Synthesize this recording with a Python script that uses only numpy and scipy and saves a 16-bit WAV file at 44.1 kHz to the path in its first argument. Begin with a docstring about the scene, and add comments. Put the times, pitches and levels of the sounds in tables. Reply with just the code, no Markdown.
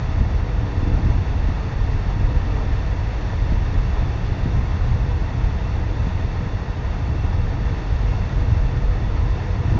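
"""Inside an electric train running at speed beside a stone wall, one microphone at a window seat.
Close all round, uneven track shakes the car body into a low boom and rumble, and from under the floor
come a few dull knocks of the bogie. Wheels and rails roar through the window, the steel wheels ring
and now and then sing where they rub, and far back in the sound the drive gears whine faintly."""
import sys
import numpy as np
from scipy import signal
from scipy.fft import rfft, irfft, next_fast_len
from scipy.io import wavfile
from scipy.ndimage import uniform_filter1d

SR = 44100
rng = np.random.default_rng(int(sys.argv[2]) if len(sys.argv) > 2 else 0)


def materialize(psi):
    """Save the field psi as 16-bit PCM at rate SR to the path in sys.argv[1].

    A 1-D psi becomes a single channel; in a 2-D psi each row is a channel.
    """
    bounded = np.clip(np.atleast_2d(psi).T, -1, 1)
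    quanta = np.round(bounded * 32767).astype(np.int16)
    wavfile.write(sys.argv[1], SR, quanta)


N = 431738

# unevenness of the track under the car: t/s, level/dB about its mean
TRACK_UNEVENNESS = [(0, -1.5), (0.35, 0.5), (0.7, 0), (0.95, 2.5), (1.6, -2), (2.25, 1.5), (3.2, -1.5),
                    (3.55, -0.5), (4.2, 0), (4.9, 1), (5.7, 0), (6.8, -2), (7.15, 0.5), (7.8, 0.5),
                    (8.0, 0), (8.55, 0.5), (9.55, -1), (9.75, 4.5)]
# slow sway of the car on its springs: t/s, boom level/dB on average track
CAR_SWAY = [(0.0, -24), (1.6, -21), (3.2, -22), (5.2, -23.5), (6.0, -25), (7.3, -24.5), (8.0, -22),
            (9.2, -21), (9.75, -28.5)]
# brief swells and sags in boom, floor rumble and panel drone: t/s, boom/dB, floor/dB, panels/dB
BRIEF_SWELLS = [(0.2, 3.5, 5, 2), (0.88, 0, -0.5, 3.5), (0.99, 3, 3, 4), (1.1, 0.5, 2.5, 2),
                (1.47, 3.5, 0.5, 1.5), (1.85, 2.5, 1, -1), (3.55, 7.5, 2.5, -1.5), (3.77, 6, 2, 1.5),
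                (4.02, 3.5, 1, 1), (4.46, -0.5, 2, 1), (4.58, 0, 3.5, 3.5), (4.84, 1, 2, -1.5),
                (4.95, 5, 3.5, 0.5), (5.14, -1.5, -1, -2), (5.47, 5, -1, 1), (6.25, 2, 0.5, 2),
                (7.27, 1, 2, 0), (7.94, 4.5, 3.5, -3), (8.09, 2, 0, -1.5), (8.42, 5, 0, 1),
                (8.52, -8, 6.5, 0), (8.63, 3.5, 2.5, -3), (8.86, 6, -2, -3), (9.27, 4.5, 2.5, 2.5),
                (9.69, 0, 2, -2), (9.77, 6, -0.5, 5.5)]
# moments when the shaking lets up: t/s, boom drop/dB, floor drop/dB
LULLS = [(0.5, 0, 2), (0.73, 6, 2.5), (1.25, 6, -3.5), (1.67, 7, -0.5), (2.05, 1, 2.5), (2.57, 1, 3.5),
         (3.15, 2, 5.5), (4.15, 9, 0.5), (4.38, 2, 5), (4.68, 0.5, 2), (5.03, 0.5, 0), (5.31, 5, 2.5),
         (6.62, 2.5, 3.5), (6.94, -1, 4.5), (7.12, 10, -2), (7.85, 5, 11), (8.3, 7, 0.5), (8.74, 4, 0),
         (9.41, 4.5, -0.5)]
# spectra of the shell around the microphone, the floor below, the panels beside it: f/Hz, level/dB
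SHELL_SPECTRUM = [(10, -46.5), (16, -22.5), (21, -6.5), (28, -2.5), (42, -0.5), (52, 0), (57, -6),
                  (70, -38)]
FLOOR_SPECTRUM = [(48, -27), (57, -11.5), (63, 0.5), (78, -0.5), (104, -3.5), (120, -7.5), (134, -10.5),
                  (148, -18), (172, -40), (300, -59.5)]
PANEL_SPECTRUM = [(105, -23), (138, 2.5), (148, 3), (160, 1.5), (185, -0.5), (235, -4.5), (300, -4.5),
                  (365, -11), (400, -15), (520, -41.5)]
# resonances that stand out of each: f/Hz, width/Hz, lift/dB
SHELL_MODES = [(25.8, 2.6, 5.5), (31.8, 2.1, 9.5), (45.9, 3.2, 8), (52.1, 7.3, 5)]
FLOOR_MODES = [(90.4, 4.6, 3.5), (113.6, 7, 4.9), (130.6, 4, 7)]
PANEL_MODES = [(186, 33, 3.1), (282.6, 18, 3.7), (337, 14, 3.4)]

def car_body(floor_level_db=-22.5, panel_level_db=-33.5, swell_half_s=0.05, lull_half_s=0.055):
    """All round the seat: the track shakes shell, floor and wall panels; their beating modes throb."""
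    (track_db,), (sway_db,) = in_time(TRACK_UNEVENNESS), in_time(CAR_SWAY)
    boom_swell, floor_swell, panel_swell = swells(BRIEF_SWELLS, swell_half_s)
    boom_lull, floor_lull = swells(LULLS, lull_half_s)
    shaking_db = 0.5 * drift(rate_hz=6)
    # each part follows its own share of the track's swing
    boom_db = sway_db + 0.99 * track_db + boom_swell - boom_lull + shaking_db
    floor_db = floor_level_db + track_db + floor_swell - floor_lull + shaking_db
    panel_db = panel_level_db + 0.81 * track_db + panel_swell
    boom = from_db(boom_db) * steady(vibration(SHELL_SPECTRUM, SHELL_MODES), span_s=0.2)
    floor = from_db(floor_db) * steady(vibration(FLOOR_SPECTRUM, FLOOR_MODES), span_s=0.28)
    panels = from_db(panel_db) * steady(vibration(PANEL_SPECTRUM, PANEL_MODES), span_s=0.17)
    return boom + floor + panels


# spectra of rail roar and wheel hiss, from inside the window: f/Hz, level/dB
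RAIL_SPECTRUM = [(260, -27.5), (380, 0.5), (450, 3.5), (520, -1.5), (700, 0.5), (900, 0.5), (1040, -3),
                 (1110, -5), (1350, -6), (1570, -9.5), (1750, -27), (2500, -49)]
WHEEL_SPECTRUM = [(1100, -34), (1600, -1.5), (1720, 0), (2050, -2.5), (2400, -5), (2800, -7), (3050, -10.5),
                  (4100, -13.5), (5050, -16), (5900, -16), (6500, -19), (7000, -25), (7400, -31),
                  (9000, -64.5)]
# resonances that stand out of each: f/Hz, width/Hz, lift/dB
RAIL_MODES = [(404, 13, 1.3), (430, 23, 1.5), (540, 16, 2.5), (638, 28, 2.6), (676, 16, 1.3),
              (960, 38, 2.3), (1050, 27, 3.2), (1208, 18, 4), (1278, 30, 2.8), (1440, 26, 2.6)]
WHEEL_MODES = [(1810, 85, 3.5), (1933, 100, 3), (2185, 84, 2.4), (2596, 60, 3.3), (2697, 74, 6),
               (3500, 200, 5), (3700, 170, 4.6), (4420, 280, 5.2), (4690, 110, 3), (5450, 300, 2.2),
               (5800, 200, 1.9)]
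# short rough patches of rail that swell the roar: t/s, lift/dB
ROUGH_PATCHES = [(0.98, 2), (2.58, 3), (3.99, 3), (7.27, 1.6), (9.13, 1.5), (9.78, 2.5)]
# wheel hiss at the seat: t/s, level/dB
WHEEL_HISS = [(0.0, -43.5), (0.55, -44), (0.95, -43), (1.7, -43.5), (2.55, -42.5), (4.1, -42.6),
              (5.2, -43.5), (6.1, -43), (6.75, -44), (7.7, -43), (8.95, -43.5), (9.75, -43)]

def wheels_on_rails(rail_level_db=-37, track_share=0.18, flutter_db=0.45):
    """Through the window: roughness at the contact excites rail and wheel, so both flutter in step."""
    (track_db,), (hiss_db,) = in_time(TRACK_UNEVENNESS), in_time(WHEEL_HISS)
    (patch_db,) = swells(ROUGH_PATCHES, half_s=0.04)
    contact_db = flutter_db * drift(rate_hz=14)
    rail_db = rail_level_db + track_share * track_db + patch_db
    roar = from_db(rail_db) * steady(vibration(RAIL_SPECTRUM, RAIL_MODES), span_s=0.25)
    hiss = from_db(hiss_db) * steady(vibration(WHEEL_SPECTRUM, WHEEL_MODES), span_s=0.27)
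    return from_db(contact_db) * (roar + hiss)


# flaws in the rail passing under the bogie: t/s, push level/dB, contact time/s
RAIL_FLAWS = [(0.212, -20, 0.0032), (0.631, -22.5, 0.0026), (0.829, -24, 0.003), (0.872, -20.5, 0.0046),
              (0.948, -20, 0.0044), (1.058, -19.5, 0.0028), (1.162, -21.5, 0.0046), (1.484, -22, 0.0038),
              (2.125, -20, 0.0046), (2.205, -17, 0.0059), (3.52, -16.5, 0.0039), (4.457, -21, 0.0018),
              (4.538, -28, 0.0016), (4.572, -28, 0.0014), (4.607, -25, .0034), (6.068, -17.5, 0.0032),
              (6.404, -19, .005), (6.465, -18, 0.0052), (7.083, -18, 0.0053), (8.231, -24, .003),
              (8.515, -23.5, .003), (9.016, -14, 0.0066), (9.65, -20, .0042), (9.756, -15.5, 0.004)]
# what a knock rings with: f/Hz, level/dB relative to the push, t60/s
BOGIE_MODES = [(162, -10.5, 0.2), (179, -7, 0.19), (210, -5, 0.13), (241, -3, 0.09), (287, -7.5, 0.06),
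               (332, -17.5, .12)]

def bogie_knocks(scatter_db=2.0):
    """Under the floor: each flaw strikes the bogie's modes, duller the longer the contact."""
    chance_db = rng.normal(0, scatter_db, (len(RAIL_FLAWS), len(BOGIE_MODES)))
    out = np.zeros(N)
    for k, (hz, mode_db, t60) in enumerate(BOGIE_MODES):
        force = np.zeros(N)
        for (s, push_db, contact_s), luck_db in zip(RAIL_FLAWS, chance_db[:, k]):
            push, start = np.hanning(int(contact_s * SR)), int(s * SR)
            force[start:start + len(push)] += from_db(push_db + mode_db + luck_db) * push / push.sum()
        out += ring(force, hz, t60)
    return out


# brief notes of wheels rubbing on the rail: t/s, half length/s, f/Hz, level/dB
WHEEL_NOTES = [(0.88, .12, 443, -47), (1.64, .07, 447, -47), (1.903, 0.08, 445, -43.5),
               (2.583, 0.083, 442, -40), (2.56, .14, 700, -49), (2.95, 0.37, 952, -50),
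               (3.427, 0.11, 546, -47), (3.5, .25, 960, -50), (4.2, .22, 687, -51), (5.5, 0.18, 667, -51),
               (5.95, .25, 950, -52), (7.2, .2, 663, -52.5), (8.15, 0.2, 686, -49), (9.13, .14, 406, -46),
               (9.218, .15, 1040, -51)]

def wheel_sings(waver_share=0.005):
    """Outside, down at the rail: a rubbing wheel locks onto one wavering note that swells and dies."""
    t = np.arange(N) / SR
    wavering_t = np.cumsum(1 + waver_share * drift(rate_hz=15)) / SR
    out = np.zeros(N)
    for s, half_s, hz, level_db in WHEEL_NOTES:
        near = np.abs(t - s) < 3 * half_s
        envelope = from_db(level_db) * np.exp(-((t[near] - s) / half_s) ** 2)
        out[near] += envelope * np.sqrt(2) * np.sin(2 * np.pi * (hz * wavering_t[near] + rng.random()))
    return out


# whine at the seat as the load on the gears changes: t/s, f/Hz, level/dB
GEAR_WHINE = [(0.0, 488.4, -58), (0.28, 490.7, -47), (0.53, 489.8, -43.5), (0.72, 490.1, -50),
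              (0.9, 490.2, -40), (1.05, 490, -54), (1.22, 489, -47), (1.45, 489.2, -58),
              (2.05, 487.6, -55.5), (2.3, 494.1, -40.5), (2.5, 491, -50.5), (3.0, 490.6, -48.5),
              (3.6, 489.4, -55.5), (4.0, 488, -49), (4.3, 487, -60), (4.52, 487.4, -46), (4.8, 485, -57),
              (4.96, 484.6, -43), (5.14, 487, -44), (5.5, 487.7, -51.5), (5.76, 486.8, -52),
              (5.9, 490.5, -39), (6.12, 489, -55.5), (6.4, 488, -46.5), (6.8, 487, -49.5),
              (7.1, 486.6, -50.5), (7.65, 485, -43.5), (7.87, 485.8, -58), (8.07, 483.7, -44.5),
              (8.3, 488, -48), (8.8, 488.3, -46.5), (9.22, 489.4, -47), (9.46, 488, -40), (9.62, 489, -47),
              (9.77, 488, -39.5)]

def gear_whine(waver_hz=4.5, flicker_db=4.0):
    """Faint behind the roar: one tone from the meshing teeth, wavering in pitch and strength."""
    pitch_hz, load_db = in_time(GEAR_WHINE)
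    phase = 2 * np.pi * np.cumsum(pitch_hz + waver_hz * drift(rate_hz=19)) / SR
    flicker = from_db(flicker_db * drift(rate_hz=9.7))
    return from_db(load_db) * steady(flicker * np.sin(phase), span_s=0.2)


# lightly damped modes of the wheel discs: f/Hz, width/Hz, level/dB
DISC_MODES = [(1796, 10, -60.5), (1839, 22, -59), (1895, 20, -63), (1945, 18, -63.5), (2676, 23, -62),
              (3390, 12, -65.5), (3465, 14, -67.5), (3490, 16, -68), (4410, 24, -71), (4450, 16, -70.5),
              (6285, 36, -76)]

def wheel_ring(swell_db=0.5):
    """Farthest back: rolling keeps the steel discs ringing, each mode swelling a little on its own."""
    out = np.zeros(N)
    for centre, width, level_db in DISC_MODES:
        tone = coloured_noise(lambda hz: -20 * np.log10(1 + ((hz - centre) / width) ** 2))
        out += from_db(level_db + swell_db * drift(rate_hz=1.2)) * steady(tone, span_s=0.4)
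    return out


def from_db(db):
    """Decibels to gain."""
    return 10 ** (np.asarray(db) / 20)


def rms_one(x):
    """Scale to unit rms."""
    return x / np.sqrt(np.mean(x ** 2) + 1e-20)


def in_time(rows):
    """One value per sample for each column after t/s."""
    times, *columns = np.transpose(rows)
    return [np.interp(np.arange(N) / SR, times, column) for column in columns]


def swells(rows, half_s):
    """For each dB column after t/s, a curve with a bell-shaped rise around every listed time."""
    t = np.arange(N) / SR
    times, *columns = np.transpose(rows)
    bells = [np.exp(-np.minimum(((t - s) / half_s) ** 2, 20)) for s in times]
    return [sum(db * bell for db, bell in zip(column, bells)) for column in columns]


def coloured_noise(gain_db_at):
    """Noise of unit rms whose spectrum in dB is the given function of frequency."""
    size = next_fast_len(N, real=True)
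    hz = np.maximum(np.fft.rfftfreq(size, 1 / SR), 1)
    spectrum = rfft(rng.standard_normal(size)) * from_db(gain_db_at(hz))
    return rms_one(irfft(spectrum, size)[:N])


def drift(rate_hz):
    """Random wander of unit rms, mostly slower than rate_hz."""
    return coloured_noise(lambda hz: -20 * np.log10(1 + (hz / rate_hz) ** 2))


def vibration(spectrum, modes):
    """A structure shaken at random: a broad spectrum, lifted around each resonance; unit rms."""
    points_hz, points_db = np.transpose(spectrum)

    def response_db(hz):
        broad = np.interp(np.log(hz), np.log(points_hz), points_db, right=-np.inf)
        return broad + sum(lift / (1 + (2 * (hz - centre) / width) ** 2) for centre, width, lift in modes)
    return coloured_noise(response_db)


def steady(x, span_s):
    """Even out swells slower than span_s and keep the fast flutter; unit rms."""
    power = uniform_filter1d(x ** 2, int(span_s * SR))
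    return rms_one(x / np.sqrt(np.abs(power) + 1e-9))


def ring(force, hz, t60):
    """One damped mode: a unit push sets a sine of height 1 ringing."""
    decay, step = from_db(-60 / (t60 * SR)), 2 * np.pi * hz / SR
    return signal.lfilter([0, np.sin(step)], [1, -2 * decay * np.cos(step), decay ** 2], force + 1e-18)


def scene():
    """Everything as it reaches the window seat, in mono."""
    mix = car_body() + bogie_knocks() + wheels_on_rails() + wheel_ring() + wheel_sings() + gear_whine()
    return mix[None, :]


def record(dry, low_cut_hz=15, high_cut_hz=7400):
    """The microphone loses the slowest pressure swings; the top is cut steeply."""
    picked_up = signal.sosfilt(signal.butter(2, low_cut_hz, "high", fs=SR, output="sos"), dry)
    return signal.sosfilt(signal.ellip(12, 0.1, 90, high_cut_hz, fs=SR, output="sos"), picked_up)


dry = scene()
out = record(dry)
materialize(out)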